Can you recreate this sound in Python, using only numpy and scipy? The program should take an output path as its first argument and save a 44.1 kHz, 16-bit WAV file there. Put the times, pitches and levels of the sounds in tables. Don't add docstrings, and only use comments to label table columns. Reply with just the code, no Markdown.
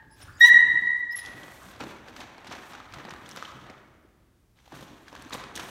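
import sys
import numpy as np
from scipy import signal
from scipy.io import wavfile
from scipy.ndimage import uniform_filter1d

SR = 44100
rng = np.random.default_rng(int(sys.argv[2]) if len(sys.argv) > 2 else 0)


def nominal_scale(level):
    x = np.asarray(level, float) / 20
    return 10 ** x


def output_pcm(signal):
    pcm = np.clip(np.atleast_2d(signal).T, -1, 1) * 32767
    wavfile.write(sys.argv[1], SR, np.round(pcm).astype(np.int16))


N = 251357

# centre in Hz, width in Hz, level in dB, t60 in seconds.
EARLIER_RING = [(1840, 70, -59.5, 1.1), (1660, 200, -63.5, 7.8), (880, 59, -64.5, 1.8)]
# frequency in Hz, level in dB per Hz.
HUSH_SPECTRUM = [(15, -60), (25, -20), (38, -15), (59, -4), (82, -10), (195, -16), (309, -21), (451, -28),
                 (1500, -37), (2840, -39), (16000, -45)]
HUSH_DB = -65

# peak in seconds, fizz in dB, body against the fizz in dB,
# rise in seconds, fall in seconds.
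NUDGES = [(.001, -85, 10.5, 0.0093, 0.38), (0.222, -62.5, -3.5, 0.088, 0.15),
          (0.392, -63.5, -3, 0.018, 0.029), (.52, -60.5, 0.5, 0.092, 0.6), (.85, -68.5, -4, 0.21, 0.41),
          (1.18, -55.5, -11.5, 0.089, 0.33), (1.27, -64, 4, 0.1, 1), (1.64, -62.5, -3.5, 0.07, 0.61),
          (1.804, -55, 2, 0.0088, 0.24), (2.22, -58, -1.5, 0.26, 0.2), (2.5, -62.5, 1.5, 0.38, 0.088),
          (2.519, -54, 1, 0.029, 0.24), (2.712, -63, 1.5, 0.058, 0.62), (2.95, -65, 5.5, 0.066, 1),
          (3.68, -72, 8, 0.086, 0.19), (3.3, -55.5, -6, 0.063, 0.14), (3.371, -52.5, -5, 0.015, 0.35),
          (4.57, -70, -7, 0.02, 0.59), (4.722, -74, 11.5, 0.0034, 0.2), (4.757, -57.5, -3, 0.077, 0.26),
          (4.815, -61.5, -6, 0.035, 0.16), (5.217, -61, -1.5, 0.35, 0.42), (5.332, -52, 1.5, 0.025, 0.23),
          (5.562, -43, -9.5, 0.015, 0.051), (5.58, -54.5, -0.5, 0.023, 0.51)]
# frequency in Hz, level in dB per Hz.
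FIZZ_SPECTRUM = [(1290, -26.5), (2200, -7.5), (3590, -2), (5090, -11.5), (5960, -7), (10300, -28),
                 (14000, -23), (16000, -46.5)]
# frequency in Hz, level in dB per Hz.
BODY_SPECTRUM = [(88, -34.5), (150, -4), (328, 0), (442, -4), (708, 1.5), (1690, -1.5), (4500, -17),
                 (5850, -51), (9900, -120)]
BODY_FALL_SHARE = 0.74

# time in seconds, deep thud in dB, knock in dB.
PAWS = [(.06, -79, -55.5), (.3, -47, -58.5), (0.521, -66, -44.5), (.73, -49.5, -49), (1.3, -57, -45),
        (1.67, -56.5, -52), (1.82, -54, -45), (2.2, -56.5, -52), (2.491, -63, -48), (2.95, -52, -45),
        (3.2, -58.5, -47), (3.569, -57.5, -50), (4.762, -66, -43.5), (5.2, -69.5, -47),
        (5.38, -50.5, -48.5), (5.638, -54.5, -44)]
# frequency in Hz, level in dB per Hz.
THUD_SPECTRUM = [(15, -34.5), (30, -16.5), (50, -3), (90, -2), (130, -5), (250, -44)]
# frequency in Hz, level in dB per Hz.
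KNOCK_SPECTRUM = [(60, -25.5), (120, 2.5), (200, -1), (320, 0.5), (500, -12.5), (1000, -47.5)]
THUD_RISE_S, THUD_FALL_S, THUD_REST_DB = 0.2, 0.18, -67
KNOCK_RISE_S, KNOCK_FALL_S, KNOCK_REST_DB = 0.045, 0.44, -70

# start in seconds, length in seconds, from Hz, to #
# Hz, level in dB.
BLURRED_TONES = [
    (0.095, .09, 5130, 5210, -68),
    (.102, 0.035, 7380, 7500, -78.5),
    (0.3, .12, 4400, 5380, -66.5),
    (0.31, .14, 7600, 7400, -72),
    (0.363, .035, 6600, 7000, -64),
    (1.11, 0.038, 12200, 11500, -61),
    (0.27, .05, 1300, 1600, -49.5),
    (0.47, .05, 1420, 1380, -52),
    (1.6, 0.055, 1220, 1430, -52),
]
# start in seconds, length in seconds, from
# Hz, to # Hz, level in dB.
OPEN_WHISTLES = [
    (0.212, 0.011, 5640, 4950, -50),
    (0.218, 0.029, 5750, 5080, -58),
    (0.449, 0.032, 5870, 6550, -40.5),
    (1.105, 0.034, 4980, 5400, -46.5),
    (1.185, .025, 5260, 5040, -49.5),
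    (1.183, 0.023, 15800, 14300, -58),
]
# start in seconds, length in seconds, from Hz, to Hz, level in dB.
PINCHED_WHISTLES = [
    (.108, 0.048, 5040, 5100, -64.5),
    (.219, 0.021, 4840, 4750, -56),
    (.394, 0.026, 6430, 6500, -50.5),
    (1.156, 0.017, 5580, 5460, -43),
    (1.166, 0.017, 5435, 5650, -39.5),
    (1.179, 0.032, 5480, 4590, -50),
]
BLURRED_DB = [0, -28, -39]
OPEN_DB = [2, -17.5, -34]
PINCHED_DB = [-9, 6, -23.5]
WHISTLE_ENDS_DB = -11.5
CLEAR_BLUR, FULL_BLUR = 0.25, 1

# full from in seconds, full until in seconds, level in dB,
# rise in seconds, fall in seconds.
DRAGS = [(.21, .225, -61, 0.088, 0.088), (.385, .39, -76, 0.037, 0.0081), (.55, 1.005, -71.5, 0.043, .02),
         (1.16, 1.2, -63, .023, .045), (1.26, 1.32, -67, .02, .05), (1.39, 1.72, -60, 0.11, 0.029),
         (1.88, 1.905, -62, 0.13, 0.087), (2.085, 2.095, -68, 0.084, 0.057), (2.175, 2.19, -61, .05, 0.071),
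         (2.58, 2.65, -69, .23, .1), (2.7, 2.72, -60, 0.19, 0.029), (2.93, 3.28, -71, .085, 0.13),
         (3.29, 3.3, -62, 0.017, 0.4), (3.555, 3.565, -77.5, 0.084, 0.029),
         (4.75, 4.765, -59.5, 0.034, 0.1), (4.81, 4.83, -62, 0.019, 0.087), (4.7, 5.31, -71, 0.23, 0.052),
         (5.34, 5.348, -47, 0.02, 0.05), (5.56, 5.7, -57, 0.013, 0.045)]
# frequency in Hz, level in dB per Hz.
PILE_SPECTRUM = [(1500, -22.5), (3000, -6.5), (6000, -5), (9000, -4), (10500, -10), (12000, -5),
                 (15500, -14)]

# time in seconds, peak in dB, ring in Hz, burst t60 in seconds.
POPS = [(.218, -41, 1500, 0.04), (2.469, -43, 1500, 0.016), (4.722, -38, 900, 0.0091),
        (1.251, -39, 2600, 0.034), (2.164, -31, 1253, 0.035), (2.203, -28, 857, 0.05),
        (2.47, -32, 1420, 0.061), (2.515, -27.5, 1210, 0.014), (2.522, -29, 2340, 0.039),
        (2.552, -32, 1600, 0.02), (2.722, -35, 1020, 0.031), (2.734, -33.5, 1190, 0.028),
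        (2.751, -31.5, 1420, 0.017), (2.803, -35, 1280, 0.0042), (2.924, -39, 2400, 0.015),
        (2.938, -27.5, 1270, 0.038), (3.106, -28, 1170, 0.042), (3.138, -31.5, 1190, 0.014),
        (3.163, -38.5, 1650, 0.013), (3.371, -50.5, 1570, .02), (3.39, -47, 1156, 0.024),
        (3.4261, -22.5, 1245, 0.0078), (3.45, -33.5, 1400, 0.0098), (3.052, -29.5, 810, 0.016),
        (4.589, -51, 2100, 0.01), (4.678, -40, 800, 0.02), (5.082, -34, 1650, 0.028),
        (5.599, -32, 3060, 0.032), (5.152, -33.5, 1070, 0.014), (5.163, -33.5, 1660, 0.02),
        (5.308, -31, 1220, 0.011), (5.333, -32, 925, 0.014), (5.439, -29.5, 1326, 0.015),
        (5.596, -23.5, 880, 0.065)]
POP_CRACK_DB, CRACK_DB_PER_S = -33, 420
POP_BOOM_DB = -32.5
# time in seconds, peak in dB, ring in Hz.
BUCKLES = [(1.433, -36, 3220), (1.761, -38, 1150), (1.806, -27, 1250), (1.837, -29.5, 1120),
           (2.084, -37, 1650), (2.381, -36, 855), (2.446, -38.5, 1100), (2.499, -50, 1730),
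           (2.986, -35, 1930), (3.261, -37.5, 3380), (3.666, -40.5, 878), (3.699, -34.5, 2150),
           (4.723, -39, 810), (4.827, -35, 983), (5.128, -35.5, 975), (5.348, -29, 1040)]
BUCKLE_CRACK_DB, BUCKLE_BOOM_DB, BUCKLE_S = -37, -5.5, 0.024
# time in seconds, peak in dB, ring in Hz, bright crack in dB.
CRACKS = [(.605, -46, 4470, -35), (1.054, -71, 5700, -64), (1.261, -31, 3400, -41), (3.291, -38, 2010, -31),
          (3.362, -29.5, 1364, -29.5), (4.753, -40, 1165, -37), (4.81, -38, 752, -36),
          (5.223, -55, 2500, -32), (5.297, -47, 4300, -39), (5.326, -32, 3980, -38),
          (5.333, -25, 3800, -28), (5.343, -53, 2430, -24.5), (5.555, -31.5, 3300, -25),
          (5.561, -29, 6060, -25.5), (5.576, -26, 1760, -26.5)]
CRACK_BOOM_DB, CRACK_S = -20, 0.022
# time in seconds, peak in dB, frequency in Hz.
TICKS = [(1.054, -64, 5800), (1.633, -43, 7800), (2.5, -46, 5000), (3.0433, -45, 3760), (3.094, -43, 5800),
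         (3.3128, -34, 5800), (3.318, -40, 5420), (3.372, -37, 5200), (3.3946, -53, 4520),
         (3.4526, -32, 3100), (5.1533, -48, 4030), (5.25, -47, 6060)]
# time in seconds, peak in dB, frequency in Hz.
BUMPS = [(1.812, -27.5, 283), (1.847, -35.5, 332), (1.867, -33, 305), (1.965, -43, 338),
         (2.191, -37.5, 278), (2.491, -33.5, 278), (3.051, -36, 216), (3.081, -31.5, 520), (3.55, -36, 129),
         (3.95, -48, 416.6), (4.048, -44, 340.6), (4.727, -33, 299), (4.735, -37, 148), (4.764, -44, 164.4),
         (4.827, -43, 146), (5.259, -31.5, 270), (5.559, -37, 231)]
TICK_CYCLES, BUMP_CYCLES = 31, 8.4

# time in seconds, tone in dB.
YAP_EFFORT = [
    (.397, -44),
    (.404, -45.5),
    (.411, -8.5),
    (.428, -10.5),
    (.447, -7),
    (.457, -15),
    (.472, -20),
    (.492, -16),
    (.518, -55.5),
]
# time in seconds, pitch in Hz.
YAP_PITCH = [
    (.397, 1804),
    (.409, 1859),
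    (.416, 1892),
    (.426, 1909),
    (.44, 1895),
    (.456, 1930),
    (.474, 2000),
    (.489, 1824),
    (.504, 1694),
]
# full from in seconds, full until in seconds, level in dB, rise and fall in seconds.
SECOND_PARTIAL = (.416, .46, -20.5, .008, .022)
THIRD_PARTIAL = (.411, .476, -37.5, .005, .012)
UPPER_PARTIALS = (.408, .445, 7.5, .006, .045)
HALF_PITCH = (.447, .459, -33, .02, .028)
THROAT_AIR = (.462, .488, -35, .075, .024)
UPPER_DB = [-54, -57, -60, -56, -66]
# frequency in Hz, level in dB per Hz.
RASP_SPECTRUM = [(1410, -83.5), (2400, -52.5), (2550, -25), (3520, -19), (3860, -8.5), (4280, -28),
                 (5930, -24.5), (6880, -23.5), (15500, -28)]

# time in seconds, peak in dB.
SPITS = [(1.6303, -41), (1.76, -49), (1.7929, -39), (1.8029, -44), (1.8373, -46), (2.0823, -50),
         (2.1611, -40), (2.2031, -38), (2.4694, -47), (2.4993, -44), (2.5233, -44), (2.5233, -42),
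         (2.6096, -49), (2.7208, -44), (2.9239, -55), (2.9388, -34), (2.9874, -43), (3.0476, -46),
         (3.0935, -50), (3.105, -53), (3.2591, -58), (3.291, -44), (3.312, -39), (3.3609, -33),
         (3.4247, -45), (3.6991, -50), (4.7397, -50.5), (4.7512, -46.5), (4.8081, -44), (5.084, -54),
         (5.1259, -47), (5.154, -33), (5.2206, -39), (5.294, -46), (5.332, -33), (5.332, -32), (5.438, -43),
         (5.5604, -40), (5.562, -24), (5.5968, -41)]
SPIT_T60_S = 0.0042

# frequency in Hz, t60 in seconds.
ROOM_T60 = [(100, 0.99), (300, 1.73), (1000, 1.45), (2000, 1.39), (4000, 0.73), (6000, 0.57), (9000, 0.71),
            (14000, 0.36)]
# delay in seconds, level in dB.
WALLS = [(.004, -14), (.009, -16), (.015, -16), (.026, -12), (.035, -15)]
# frequency in Hz, level in dB.
BAG_ROOM_DB = [(200, -3), (1000, -2.5), (2000, -2), (4000, -6), (8000, -5.5), (14000, -9)]
# frequency in Hz, level in dB.
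VOICE_ROOM_DB = [(200, -1), (1000, 0), (1750, 0), (2100, 1), (4000, -7.5), (8000, -3.5), (11000, -11),
                 (14000, -8.5)]
# frequency in Hz, level in dB.
STANDING = [(3812, -62), (3835, -66), (3868, -67), (3895, -62), (3925, -66), (953, -60), (966, -65),
            (984, -62), (5717, -63), (7800, -54)]
STANDING_RING = 1.6
# frequency in Hz, level in dB, sign at the mic.
BEATING = [(1847.2, -55.6, 1), (1859.6, -59.6, -1), (1862.0, -65.6, -1), (1880.0, -57.5, 1),
           (1885.6, -58.5, -1), (1888.8, -63.0, 1), (1890.4, -58.9, -1), (1893.2, -64.6, 1),
           (1895.2, -72.9, 1), (1896.8, -60.3, -1), (1898.4, -62.6, -1), (1901.6, -64.0, 1),
           (1903.6, -63.5, 1), (1905.6, -70.0, -1), (1909.2, -66.9, 1), (1910.8, -69.7, 1),
           (1913.2, -66.1, 1), (1916.4, -67.1, 1), (1918.4, -56.7, 1), (1920.0, -61.8, 1),
           (1922.4, -56.5, -1), (1924.0, -61.9, -1), (1927.6, -55.6, -1), (1929.6, -57.1, -1),
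           (1931.6, -60.1, -1), (1936.4, -61.1, -1), (1938.0, -51.6, -1), (1939.6, -55.2, -1),
           (1941.2, -64.5, -1), (1943.6, -60.3, -1), (1945.2, -58.8, -1), (1948.0, -57.2, -1),
           (1950.4, -65.7, 1), (1954.4, -65.1, -1), (1956.0, -56.7, 1), (1959.2, -52.0, 1),
           (1961.2, -59.3, 1), (1963.6, -47.7, 1), (1966.4, -46.0, 1), (1968.4, -49.6, 1),
           (1970.4, -59.6, 1), (1972.4, -47.8, 1), (1976.0, -57.8, 1), (1978.0, -59.2, 1),
           (1980.0, -50.1, 1), (1981.6, -55.8, 1), (1983.2, -60.5, -1), (1990.0, -57.1, -1),
           (1994.4, -50.7, 1), (1996.0, -52.8, 1)]
BEATING_DB, BEATING_T60_S, BEATING_ENDS_S = 1.5, 1.442, 0.9
# from Hz, to Hz.
SPARSE = [(1840, 2025), (925, 1010)]
SPARSE_SHARE = 0.7
# from Hz, to Hz, margin in dB.
DROWNED = [(2150, 2240, 48), (2240, 2410, 42), (2410, 2580, 32), (2580, 2760, 44), (2760, 2930, 47)]


def evened(x):
    return x / np.sqrt(np.mean(x ** 2) + 1e-20)


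def read(points, hz):
    f, value = np.transpose(points)
    return np.interp(np.log(hz + 1), np.log(f + 1), value)


def add(mix, s, sound):
    part = mix[round(s * SR):][:len(sound)]
    part += sound[:len(part)]


def colour(x, points):
    hz = np.abs(np.fft.fftfreq(8192, 1 / SR))
    log_gain = np.log(nominal_scale(np.maximum(read(points, hz), -100)))
    minimum_phase = np.exp(np.conj(signal.hilbert(log_gain)))
    taps = np.fft.ifft(minimum_phase).real[:4096]
    return evened(signal.oaconvolve(x, taps)[:len(x)])


def bandpass(x, order, low_hz, high_hz):
    return signal.lfilter(*signal.butter(order, [low_hz, high_hz], "band", fs=SR), x)


def drift(size, hz):
    span = int(SR / hz)
    once = uniform_filter1d(rng.standard_normal(size), span)
    return evened(uniform_filter1d(once, span))


def swell(t, rows):
    full_s, until_s, db, rise_s, fall_s = np.transpose(rows)[:, :, None]
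    before = (full_s - t) / np.maximum(rise_s, .002)
    after = (t - until_s) / np.maximum(fall_s, .002)
    away = np.maximum(np.maximum(before, after), 0)
    return np.sqrt((nominal_scale(db - 20 * away) ** 2).sum(0))


def gestures(rows):
    t = np.arange(0, N + 64, 64) / SR
    return np.interp(np.arange(N) / SR, t, swell(t, rows))


def hush():
    return nominal_scale(HUSH_DB) * colour(rng.standard_normal(N), HUSH_SPECTRUM)


def earlier_yap():
    t = np.arange(N) / SR
    out = np.zeros(N)
    for hz, width, db, t60 in EARLIER_RING:
        fading = nominal_scale(db - 60 * t / t60) * np.sqrt(2)
        out += fading * drift(N, width) * np.sin(2 * np.pi * hz * t)
    return out


def crackle(size, per_s, spread_db):
    large = nominal_scale(spread_db * np.minimum(rng.exponential(1, size), 4))
    return large * rng.standard_normal(size) * (rng.random(size) < per_s / SR)


def rustle():
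    clumps = nominal_scale(2.3 * drift(N, 120))
    fizz = colour(crackle(N, per_s=6200, spread_db=1.5) * clumps, FIZZ_SPECTRUM)
    body = colour(crackle(N, per_s=5000, spread_db=2.2) * clumps, BODY_SPECTRUM)
    s, fizz_db, body_db, rise_s, fall_s = np.transpose(NUDGES)
    fizz_gain = gestures(np.transpose([s, s, fizz_db + 0.5, rise_s, fall_s]))
    body_fall_s = BODY_FALL_SHARE * fall_s
    body_gain = gestures(np.transpose([s, s, fizz_db + body_db + 9.0, rise_s, body_fall_s]))
    return fizz_gain * fizz + body_gain * body


def paws():
    thud_rows = [(s, s, db, THUD_RISE_S, THUD_FALL_S) for s, db, _ in PAWS]
    knock_rows = [(s, s, db, KNOCK_RISE_S, KNOCK_FALL_S) for s, _, db in PAWS]
    thud_gain = nominal_scale(-3.5) * (nominal_scale(THUD_REST_DB) + gestures(thud_rows))
    knock_gain = nominal_scale(KNOCK_REST_DB) + gestures(knock_rows)
    lumps = nominal_scale(-6.5 + 2.2 * drift(N, 30))
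    thud = thud_gain * colour(rng.standard_normal(N), THUD_SPECTRUM)
    return thud + knock_gain * lumps * colour(rng.standard_normal(N), KNOCK_SPECTRUM)


def whistle(s, length, from_hz, to_hz, db, partials_db, breath):
    u = np.arange(0, length, 1 / SR) / length
    hz = from_hz + (to_hz - from_hz) * u
    turn = 2 * np.pi * np.cumsum(hz * (1 + 0.0027 * drift(len(hz), 400))) / SR
    tone = np.zeros(len(hz))
    for k, partial_db in enumerate(partials_db, 1):
        tone += nominal_scale(partial_db) * np.sin(k * turn) * (k * hz < 16000)
    tone *= 1 - breath + breath * drift(len(hz), 700)
    arch_db = db + WHISTLE_ENDS_DB * (2 * u - 1) ** 2
    level = nominal_scale(arch_db + 0.72 * drift(len(hz), 200))
    return s, np.sqrt(2) * tone * level * signal.windows.tukey(len(hz), .15)


def nose_whistles():
    out = np.zeros(N)
    for row in BLURRED_TONES:
        add(out, *whistle(*row, BLURRED_DB, FULL_BLUR))
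    for row in OPEN_WHISTLES:
        add(out, *whistle(*row, OPEN_DB, CLEAR_BLUR))
    for row in PINCHED_WHISTLES:
        add(out, *whistle(*row, PINCHED_DB, CLEAR_BLUR))
    return out


def drag():
    flicker = nominal_scale(-4.0 + 1.5 * drift(N, 120))
    return gestures(DRAGS) * flicker * colour(rng.standard_normal(N), PILE_SPECTRUM)


def snap(s, peak_db, ring_hz, crack_db, boom_db, burst_s):
    t = np.arange(3000) / SR
    noise = rng.standard_normal((4, len(t)))
    burst_s = np.clip(burst_s, .005, .12)
    ring_gain = nominal_scale(-60 * t / 0.011 - 150 * burst_s) * np.minimum(t / 0.0004, 1)
    ring = ring_gain * np.sin(2 * np.pi * ring_hz * t)
    cluster_db = 2.2 * uniform_filter1d(noise[3], 30) * np.sqrt(30)
    burst = nominal_scale(-60 * t / burst_s + cluster_db) * (1 - np.exp(-t / (0.04 * burst_s)))
    panel = bandpass(noise[0], 2, ring_hz, ring_hz + 3500) * burst * nominal_scale(-4.0)
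    crack = bandpass(noise[1], 2, 3500, 11000) * burst * nominal_scale(-4.0 - 60 * t / 0.018)
    boom = bandpass(noise[2], 2, 180, 700) * nominal_scale(-60 * t / 0.12 + 7.0)
    return s - .0008, nominal_scale(peak_db) * (ring + panel) + nominal_scale(crack_db) * crack + nominal_scale(boom_db) * boom


def ping(s, peak_db, hz, cycles, rough):
    turns = np.arange(3000) * hz / SR
    shape = np.minimum(turns / 1.55, 1) * nominal_scale(-60 * turns / cycles + 0.5)
    return s, nominal_scale(peak_db) * shape * np.sin(2 * np.pi * turns) * (1 + rough * drift(len(turns), hz))


def creases():
    out = np.zeros(N)
    for s, db, hz, burst_s in POPS:
        crack_db = db + POP_CRACK_DB + CRACK_DB_PER_S * burst_s
        add(out, *snap(s, db, hz, crack_db, db + POP_BOOM_DB, burst_s))
    for s, db, hz in BUCKLES:
        add(out, *snap(s, db, hz, db + BUCKLE_CRACK_DB, db + BUCKLE_BOOM_DB, BUCKLE_S))
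    for s, db, hz, crack_db in CRACKS:
        add(out, *snap(s, db, hz, crack_db, db + CRACK_BOOM_DB, CRACK_S))
    for row in TICKS:
        add(out, *ping(*row, TICK_CYCLES, rough=0.46))
    for row in BUMPS:
        add(out, *ping(*row, BUMP_CYCLES, rough=0.12))
    return out


def yap():
    effort_s, effort_db = np.transpose(YAP_EFFORT)
    start_s = effort_s[0]
    steps = np.arange(start_s, effort_s[-1], 1 / SR)
    tone_db = np.interp(steps, effort_s, effort_db)
    t = start_s + np.arange(len(tone_db)) / SR
    hz = np.interp(t, *np.transpose(YAP_PITCH))
    turn = 2 * np.pi * np.cumsum(hz * (1 + .0001 * drift(len(hz), 300))) / SR
    gains = [nominal_scale(tone_db), swell(t, [SECOND_PARTIAL]), swell(t, [THIRD_PARTIAL])]
    gains += [swell(t, [UPPER_PARTIALS]) * nominal_scale(tone_db + db) for db in UPPER_DB]
    squeal = np.zeros(len(t))
    for k, gain in enumerate(gains, 1):
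        squeal += uniform_filter1d(gain, size=200) * np.sin(k * turn)
    uneven = 1 + 3 * drift(len(hz), 550)
    half = np.sin(turn / 2) + nominal_scale(-17.5) * uneven * np.sin(3 * turn / 2)
    half *= swell(t, [HALF_PITCH])
    pulsed_air = rng.standard_normal(len(hz)) * (1 + .5 * np.cos(turn))
    rasp = swell(t, [THROAT_AIR]) * colour(pulsed_air, RASP_SPECTRUM)
    return start_s, (np.sqrt(2) * (squeal + half) + rasp) * signal.windows.tukey(len(hz), .05)


def spits():
    out = np.zeros(N)
    t = np.arange(600) / SR
    for s, db in SPITS:
        add(out, s, nominal_scale(db - 10.5 - 60 * t / SPIT_T60_S) * rng.standard_normal(len(t)))
    return bandpass(out, 1, 3000, 9000)


def room(x, strength, standing=(), beating=(), sparse=()):
    hz, t, z = signal.stft(rng.standard_normal(2 * SR), SR, nperseg=256)
    band_db = read(strength, hz)[:, None] - 60 * t / read(ROOM_T60, hz)[:, None]
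    tail = signal.istft(z * nominal_scale(band_db), SR, nperseg=256)[1]
    t = np.arange(len(tail)) / SR
    tail *= nominal_scale(-25.0)
    for edges in sparse:
        band = signal.butter(3, edges, "band", fs=SR, output="sos")
        tail -= SPARSE_SHARE * signal.sosfiltfilt(band, tail)
    for hz, db in standing:
        waver = 1 + .4 * drift(len(t), 40)
        fading = nominal_scale(db - 60 * t / read(ROOM_T60, hz) / STANDING_RING)
        tail += fading * waver * np.sin(2 * np.pi * hz * t)
    beating_age = t + np.maximum(t - BEATING_ENDS_S, 0)
    for hz, db, sign in beating:
        fading = nominal_scale(db + BEATING_DB - 60 * beating_age / BEATING_T60_S)
        tail += sign * fading * np.sin(2 * np.pi * hz * t)
    tail *= np.clip((t - .012) / .045, 0, 1)
    for k, (s, db) in enumerate(WALLS):
        tail[round(s * SR)] += (-1) ** k * nominal_scale(db)
    return signal.fftconvolve(x, tail)[:N]


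def scene():
    puppy = nose_whistles()
    add(puppy, *yap())
    bag = rustle() + drag() + creases() + spits()
    puppy_room = room(nominal_scale(-9) * puppy, VOICE_ROOM_DB, STANDING, BEATING, SPARSE)
    bag_room = room(nominal_scale(-7.5) * bag, BAG_ROOM_DB)
    mix = puppy + nominal_scale(3.0) * bag + puppy_room + bag_room + paws() + earlier_yap() + hush()
    return mix[None]


def masked(x):
    hz, _, z = signal.stft(x, SR, nperseg=2048)
    tone = abs(z[0, (hz > 1700) & (hz < 2100)]).max(0)
    tone = np.minimum(tone, np.roll(tone, 1))
    for from_hz, to_hz, margin_db in DROWNED:
        margin_db = margin_db + 3 * rng.standard_normal(len(tone))
        band = (hz > from_hz) & (hz <= to_hz)
        drowned = tone > nominal_scale(margin_db) * abs(z[0, band]).max(0)
        z[0] *= 1 - .98 * band[:, None] * drowned
    return signal.istft(z, SR, nperseg=2048)[1][:, :N]


def top_cut(x):
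    return signal.sosfilt(signal.butter(12, 16460, fs=SR, output="sos"), x)


def record(dry):
    held = 1.76 * np.tanh(dry / 1.657)
    edge = signal.firwin(511, 15850, window=("kaiser", 6), fs=SR)
    mix = signal.oaconvolve(masked(held), edge[None], "same")
    return top_cut(mix)


dry = scene()
out = record(dry)
output_pcm(out)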